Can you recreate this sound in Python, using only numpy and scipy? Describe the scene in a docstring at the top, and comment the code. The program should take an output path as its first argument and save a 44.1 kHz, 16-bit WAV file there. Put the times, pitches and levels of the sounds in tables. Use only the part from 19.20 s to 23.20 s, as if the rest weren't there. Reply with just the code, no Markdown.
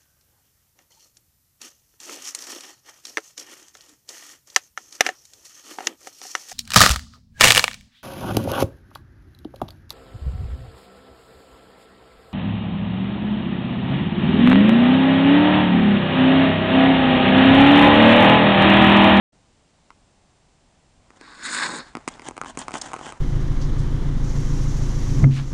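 """A small outdoor rink in still winter air: a skater stands, turns with one long loud scrape and skates away.
The scrape and the pushes are friction noise: dense random fractures of the ice, coloured by blade and boot.
Knocks of blade and boot are impulses that ring damped modes; chips are brief band-limited noise bursts.
A quick dull echo and faint scatter follow; air, light wind and a faint steady whine lie beneath."""
import sys
import numpy as np
from scipy import signal
from scipy.fft import rfft, irfft
from scipy.io import wavfile

SR = 44100
rng = np.random.default_rng(int(sys.argv[2]) if len(sys.argv) > 2 else 0)


def to_wav(sig):
    """Store sig (one row per channel, or 1-D mono) as 16-bit WAV at the path in sys.argv[1].

    Samples outside -1..1 are clipped; the rate is SR.
    """
    pcm = np.clip(np.atleast_2d(sig), -1, 1) * 32767
    pcm = np.round(pcm).astype(np.int16)
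    wavfile.write(sys.argv[1], SR, pcm.T)  # frames by channels


N = 176400
TIME = np.arange(N) / SR


def from_db(db):
    """Decibel law: amplitude ratio of a level in dB."""
    return 10 ** (np.asarray(db) / 20)


def rms_one(x):
    """Normalisation to unit effective value."""
    return x / np.sqrt(np.mean(x ** 2) + 1e-20)


def level(rows):
    """Amplitude envelope: gain along a dB curve, fading exponentially beyond its ends."""
    s, db = np.transpose(rows)
    beyond_s = abs(TIME - np.clip(TIME, s[0], s[-1]))
    return from_db(np.interp(TIME, s, db)) * np.exp(-beyond_s / .01)


def colour(x, points):
    """Linear filtering: a steady signal takes on a spectral envelope; rms 1."""
    hz, db = np.transpose(points)
    log_hz = np.log(hz)
    f = np.log(np.maximum(np.arange(N // 2 + 1) * SR / N, 1))
    beyond = abs(f - np.clip(f, log_hz[0], log_hz[-1]))
    gain = from_db(np.interp(f, log_hz, db)) * np.exp(-2 * beyond)
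    return rms_one(irfft(rfft(x) * gain, N))


def resonate(x, hz, width_hz):
    """Damped oscillator: one resonance with gain 1 at its peak."""
    r = np.exp(-np.pi * width_hz / SR)
    zeros = np.array([1, 0, -1]) * (1 - r * r) / 2
    poles = [1, -2 * r * np.cos(2 * np.pi * hz / SR), r * r]
    return signal.lfilter(zeros, poles, x + 1e-18)  # the tiny offset keeps silence from being exactly zero


def drift(rate_hz):
    """Low-passed noise: slow random fluctuation of rms 1."""
    slow = signal.butter(2, rate_hz, fs=SR, output="sos")
    return rms_one(signal.sosfilt(slow, rng.standard_normal(N + SR))[SR:])


# (frequency [Hz], relative density [dB]) of the still air
AIR_COLOUR = [(25, -1), (50, -3), (100, -5), (180, -6), (280, -9), (420, -14), (750, -12), (1000, -16),
              (1400, -21), (3000, -23), (7000, -25), (9000, -27), (10200, -31)]
AIR_DB = -60


def air():
    """Stationary noise: a steady random pressure with the spectrum of still air."""
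    return from_db(AIR_DB) * colour(rng.standard_normal(N), AIR_COLOUR)


# course of the light wind: (time [s], level [dB])
WIND_LEVEL = [(0, -80), (1.6, -74), (1.79, -55), (1.87, -69), (2.4, -63), (2.9, -60), (3.4, -56),
              (3.8, -59), (4.0, -55)]
# spectrum of the wind: (frequency [Hz], relative density [dB])
WIND_SPECTRUM = [(15, -8), (35, 0), (70, -3), (130, -12), (300, -35)]


def wind():
    """Amplitude-modulated noise: low rumble that rises and falls."""
    return level(WIND_LEVEL) * colour(rng.standard_normal(N), WIND_SPECTRUM)


WHINE_HZ, WHINE_PEAK_DB = 7560, -79


def whine():
    """Pure tone: one faint steady sinusoid."""
    return from_db(WHINE_PEAK_DB) * np.sin(2 * np.pi * WHINE_HZ * TIME)


# blows of blade and boot on the ice, levels over 10 ms before the part trims:
# (time [s], thump [dB], clack [dB], rap [dB], tick [dB], clack pitch [Hz])
BLOWS = [(0.7045, -58, -46, -53, -65, 1270), (1.9045, -54, -52, -54, -62, 1100),
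         (2.0115, -47, -52, -49, -54, 1240), (2.752, -33, -32, -37, -48, 980),
         (2.7695, -34, -37, -44, -50, 930), (2.8775, -29, -28, -32, -36, 960),
         (2.9955, -48, -43, -45, -57, 1150), (3.0195, -48, -53, -48, -54, 1140),
         (3.086, -33, -35, -41, -36, 860), (3.11, -42, -41, -58, -52, 990),
         (3.1675, -47, -43, -50, -51, 1050), (3.1785, -41, -35, -45, -47, 1070),
         (3.2145, -38, -28, -40, -40, 1040), (3.236, -43, -40, -50, -59, 1030),
         (3.2465, -47, -40, -51, -54, 1040), (3.26, -46, -37, -49, -55, 1030),
         (3.3735, -32, -35, -41, -38, 950), (3.416, -50, -38, -44, -47, 950),
         (3.482, -39, -30, -38, -43, 1040), (3.508, -46, -40, -51, -49, 930),
         (3.518, -46, -42, -46, -50, 1080), (3.54, -34, -35, -35, -40, 880),
         (3.554, -40, -30, -43, -49, 860), (3.717, -47, -41, -50, -52, 1050),
         (3.7335, -41, -32, -41, -42, 1020), (3.74, -44, -30, -47, -44, 960),
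         (3.7635, -41, -39, -46, -50, 1090), (3.7915, -45, -40, -50, -53, 1040),
         (3.8115, -41, -37, -51, -56, 950), (3.866, -41, -40, -46, -49, 1070),
         (3.923, -46, -39, -47, -48, 1090)]
# damped modes of the skate: (frequency [Hz], relative level [dB], decay time t60 [s],
# part [0 thump, 1 clack, 2 rap, 3 tick])
SKATE_MODES = [(175, -7, .024, 0), (250, 0, .024, 0), (315, -5, .018, 0), (830, -1, .006, 1),
               (1060, 0, .007, 1), (1900, 0, .004, 2), (3500, -9, .003, 2), (4800, -8, .003, 2),
               (6700, 0, .003, 3), (8000, -3, .002, 3)]
# trims of thump, clack, rap and tick: (level [dB]) each
PART_TRIM_DB = [.8, 1, 1, .5]
CRUSH_S, CRUSH_DB = .0015, -6  # decay of the crumbling ice; its energy relative to the click
CLACK_HZ = 1020  # clack pitch at which the tabled modes hold
MODE_Q, MODE_SPREAD_DB = 1.25, 1.2  # focus of each mode; random spread of its strength from blow to blow


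def blow_on_ice(t):
    """Impulsive excitation: a click with a brief crumble of ice after it."""
    crumble = rng.standard_normal(len(t)) * np.exp(-t / CRUSH_S)
    blow = crumble * from_db(CRUSH_DB) / np.linalg.norm(crumble)
    blow[0] += 1
    return blow


def ring_of_part(blow, wanted_part, shift):
    """Modal superposition: the blow rings all damped modes of one part."""
    ring = 0
    for hz, mode_db, t60, part in SKATE_MODES:
        if round(part) != wanted_part:
            continue
        width_hz = np.log(1000) / np.pi / t60
        focused = resonate(blow, hz * shift, hz / MODE_Q)
        strength = from_db(mode_db + MODE_SPREAD_DB * rng.standard_normal())
        ring = ring + strength * resonate(focused, hz * shift, width_hz)
    return ring


def knocks():
    """Impact sound: each blow rings the damped modes of the skate as thump, clack, rap and tick."""
    out, t = np.zeros(N + SR), TIME[:SR // 16]
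    for s, *parts, clack_hz in BLOWS:
        blow = blow_on_ice(t)
        at = int(s * SR)
        for k, db in enumerate(parts):
            shift = clack_hz / CLACK_HZ if k == 1 else 1
            ring = ring_of_part(blow, k, shift)
            over_10_ms = ring / np.linalg.norm(ring) * np.sqrt(SR / 100)  # rms 1 if held in 10 ms
            out[at:at + len(t)] += from_db(db + PART_TRIM_DB[k]) * over_10_ms
    return out[:N]


RINK_T60_S, RINK_DB, RINK_CUT_HZ = .22, -24, 2500


def rink(x):
    """Diffuse reverberation: faint scatter from the boards and snow banks as a decaying noise response."""
    dull = signal.butter(1, RINK_CUT_HZ, fs=SR, output="sos")
    tail = signal.sosfilt(dull, rng.standard_normal(SR // 2))
    tail *= from_db(-60 * TIME[:SR // 2] / RINK_T60_S)
    return from_db(RINK_DB) * signal.fftconvolve(x, tail / np.linalg.norm(tail))[:N]


STEP_ECHO_S, STEP_ECHO_DB = .0093, -9.5
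TURN_ECHO_S, TURN_ECHO_DB = .0071, -18
ECHO_BAND_HZ, ECHO_TOP_HZ = (700, 1900), 3200


def echo(x, delay_s, gain_db):
    """Discrete reflection: one quick delayed copy, dulled by a band-pass and a low-pass."""
    band = signal.butter(1, ECHO_BAND_HZ, "band", fs=SR, output="sos")
    top = signal.butter(2, ECHO_TOP_HZ, fs=SR, output="sos")
    dull = signal.sosfilt(top, signal.sosfilt(band, x + 1e-18))
    return from_db(gain_db) * np.interp(TIME - delay_s, TIME, dull, left=0)


GRAINS_PER_S = 7000  # mean rate of fractures


def fractures(spread_db, clump_db, clump_rate):
    """Random pulse train: tiny breaks in the ice, clicks of uneven size whose strength comes in clumps."""
    born = rng.random(N) < GRAINS_PER_S / SR
    size_db = spread_db * np.minimum(rng.exponential(1, N), 4) + clump_db * drift(clump_rate)
    return born * rng.choice([-1, 1], N) * from_db(size_db)


# blades gliding between strides: (time [s], level [dB])
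GLIDE_LEVEL = [(1.6, -85), (1.98, -62), (2.6, -55), (2.73, -60), (2.81, -53), (2.86, -57), (2.95, -50),
               (3.15, -53), (3.35, -53), (3.5, -48), (3.75, -45), (3.92, -48), (4.0, -51)]
# spectrum of the glide: (frequency [Hz], relative density [dB])
GLIDE_SPECTRUM = [(40, -6), (100, -4), (250, 0), (420, -6), (950, -1), (1600, -8), (2500, -14), (4500, -21),
                  (7000, -19), (10000, -26)]


def glide():
    """Sliding friction: quiet, dense, uneven fractures under the run of the blades."""
    breaks = fractures(spread_db=3.5, clump_db=2.6, clump_rate=60)
    return level(GLIDE_LEVEL) * colour(breaks, GLIDE_SPECTRUM)


FLICKER_DB, FLICKER_HZ = 1.6, 22  # the colour shifts as the contact point wanders


def flicker(x):
    """Spectral modulation: each half octave swells and fades on its own; rms 1."""
    spectrum = rfft(x)
    octave = np.log2(np.maximum(np.arange(N // 2 + 1) * SR / N, 1) / 125)
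    place = np.clip(2 * octave, 0, 12)  # half octaves above 125 Hz
    out = 0
    for k in range(13):
        band = irfft(spectrum * np.maximum(1 - abs(place - k), 0), N)
        out = out + band * from_db(FLICKER_DB * drift(FLICKER_HZ))
    return rms_one(out)


# the edge pushes off: (start [s], rise [s], hold [s], release [s], level [dB])
PUSH_TIMES = [(1.957, .006, .008, .018, -53), (2.63, .03, .03, .02, -53), (2.885, .01, .03, .06, -48),
              (3.015, .055, .014, .02, -37), (3.24, .035, .025, .025, -39), (3.37, .008, .045, .045, -40),
              (3.528, .011, .022, .05, -33), (3.595, .03, .04, .08, -39), (3.765, .095, .04, .03, -37.5)]
# spectrum of a push: (frequency [Hz], relative density [dB])
PUSH_SPECTRUM = [(70, -19), (160, -4), (270, 3), (330, 0), (420, -11), (560, -4), (820, 2), (1050, 0),
                 (1300, -8), (1650, -5), (2000, -8), (2400, -17), (2800, -11), (3150, -7), (4200, -19),
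                 (5400, -16), (7000, -11), (8500, -16), (10200, -24)]


def pushes():
    """Friction under varying load: short scrapes swell and let go with the force on the edge."""
    force = 0
    for s, rise, hold, release, db in PUSH_TIMES:
        corners = s + np.cumsum([0, rise, hold, release])
        force = force + from_db(db) * np.interp(TIME, corners, [0, 1, 1, 0]) ** 1.6
    breaks = fractures(spread_db=3.2, clump_db=2.2, clump_rate=110)
    return force * flicker(colour(breaks, PUSH_SPECTRUM))


# low judder of the boot in the turn: (time [s], level [dB])
JUDDER_LEVEL = [(2.0, -60), (2.2, -55), (2.27, -45), (2.32, -47), (2.39, -42), (2.47, -37.5), (2.53, -36.5),
                (2.6, -38.5), (2.63, -56), (2.73, -68)]
# resonances of the boot: (frequency [Hz], relative density [dB])
BOOT_SPECTRUM = [(60, -36), (140, -13), (245, 1), (320, -3), (420, -12), (570, -11), (720, -19),
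                 (1000, -24), (2000, -40)]


def judder(breaks):
    """Forced vibration: the fractures drive the low resonances of the boot."""
    return level(JUDDER_LEVEL) * colour(breaks, BOOT_SPECTRUM)


# pressure of the edge as scrape level, before the steel's rings and trim: (time [s], level [dB])
SCRAPE_LEVEL = [(2.01, -54), (2.08, -47.5), (2.13, -49), (2.205, -45), (2.218, -39), (2.236, -39),
                (2.25, -29.5), (2.295, -33), (2.32, -29.5), (2.386, -26.3), (2.46, -25), (2.492, -35),
                (2.6, -38), (2.634, -50), (2.68, -52), (2.73, -64)]
# resonances of the scraping blade and its holder: (frequency [Hz], relative density [dB])
BLADE_SPECTRUM = [(500, -35), (720, -27), (900, -14), (1130, -4), (1300, -6), (1600, 0), (2100, -8),
                  (2650, -15.5), (3200, -20), (3530, -10), (3820, -7), (4080, -11), (4350, -7), (4600, -11),
                  (5000, -12), (5300, -13), (5750, -23), (7000, -40)]


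def blade(breaks):
    """Forced vibration: the fractures drive blade and holder as the edge is pressed."""
    return steel(level(SCRAPE_LEVEL) * flicker(colour(breaks, BLADE_SPECTRUM)))


# narrow rings of the steel, before the trim: (frequency [Hz], width [Hz], added share [dB])
STEEL_MODES = [(1141, 22, -6), (1351, 18, -5), (1497, 18, -3), (1634, 22, -6), (1949, 18, -5),
               (2078, 16, -3), (3565, 60, -9), (3842, 18, -4), (4245, 18, -4), (4361, 20, -5)]
STEEL_TRIM_DB = -.7


def steel(x):
    """Resonance: the blade's lightly damped modes stand out of the scrape."""
    rings = sum(from_db(db) * resonate(x, hz, width) for hz, width, db in STEEL_MODES)
    return from_db(STEEL_TRIM_DB) * (x + rings)


# treble of the turn: (time [s], level [dB])
SHAVINGS_LEVEL = [(2.03, -63), (2.206, -56), (2.254, -35), (2.282, -43), (2.32, -34), (2.462, -36),
                  (2.474, -41), (2.574, -40), (2.636, -62), (2.73, -71)]
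# spectrum of the shavings: (frequency [Hz], relative density [dB])
SHAVINGS_SPECTRUM = [(4500, -30), (6000, -12), (6750, -2), (6920, 3), (7100, -2), (7400, -3), (8000, 0),
                     (8800, -5), (9600, -8), (10400, -18)]


def shavings():
    """Granular noise: shavings hiss off the edge as dense high-pitched fractures."""
    spray = fractures(spread_db=1.8, clump_db=1.6, clump_rate=150)
    return level(SHAVINGS_LEVEL) * flicker(colour(spray, SHAVINGS_SPECTRUM))


# the edge biting deeper: (time [s], level [dB])
BITE_LEVEL = [(2.03, -58), (2.3, -56), (2.37, -43), (2.43, -35.5), (2.48, -36), (2.52, -41), (2.59, -41),
              (2.64, -58)]
# lower spectrum of the bite: (frequency [Hz], relative density [dB])
BITE_SPECTRUM = [(400, -16), (560, -9), (700, -13), (860, -2), (1050, 0), (1250, -7), (1600, -24)]


def bite():
    """Load-dependent friction: as the edge bites deeper the scrape spreads down in pitch."""
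    breaks = fractures(spread_db=2.4, clump_db=1.8, clump_rate=100)
    return level(BITE_LEVEL) * colour(breaks, BITE_SPECTRUM)


def turn():
    """Common excitation: the same fractures drive blade and boot; bite and shavings have their own."""
    breaks = fractures(spread_db=2.3, clump_db=1.6, clump_rate=130)
    return judder(breaks) + blade(breaks) + shavings() + bite()


# chips cracking off the edge: (time [s], length [s], level [dB], centre [Hz])
CHIP_BURSTS = [(2.584, .005, -40, 8800), (2.88, .009, -36, 2000), (2.881, .008, -33, 7000),
               (2.938, .003, -43, 3000), (3.387, .006, -30, 7000), (3.404, .006, -39, 7200),
               (3.414, .012, -43, 3000), (3.569, .004, -39, 6500), (3.579, .007, -38, 6300),
               (3.613, .008, -27.5, 5600)]
CHIP_Q = 1.3


def chips():
    """Brittle fracture: band-limited noise bursts a few milliseconds long."""
    out = 0
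    for s, length, db, hz in CHIP_BURSTS:
        burst = np.interp(TIME, s + length * np.array([0, .3, .75, 1.4]), [0, 1, 1, 0])
        broad = resonate(rng.standard_normal(N), hz, hz / CHIP_Q)
        out = out + from_db(db) * burst * rms_one(resonate(broad, hz, hz))
    return out


def scene():
    """Superposition: direct sounds, their echoes and scatter, and the background add up."""
    background = air() + wind() + whine()
    steps = knocks() + glide() + pushes() + chips()
    scrape = turn()
    echoes = echo(steps, STEP_ECHO_S, STEP_ECHO_DB) + echo(scrape, TURN_ECHO_S, TURN_ECHO_DB)
    return (scrape + steps + echoes + rink(scrape + steps) + background)[None]


START_S, OPENING_S = .122, .008
SOFT_HZ, CUTOFF_HZ = 9700, 10300


def record(dry):
    """Band limitation: the sound sets in after a moment, and two low-passes cut the top."""
    opened = dry * np.clip((TIME - START_S) / OPENING_S, 0, 1)
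    soft = signal.sosfilt(signal.butter(6, SOFT_HZ, fs=SR, output="sos"), opened)
    steep = signal.ellip(10, .3, 70, CUTOFF_HZ, fs=SR, output="sos")
    return signal.sosfilt(steep, soft)


dry = scene()
out = record(dry)
to_wav(out)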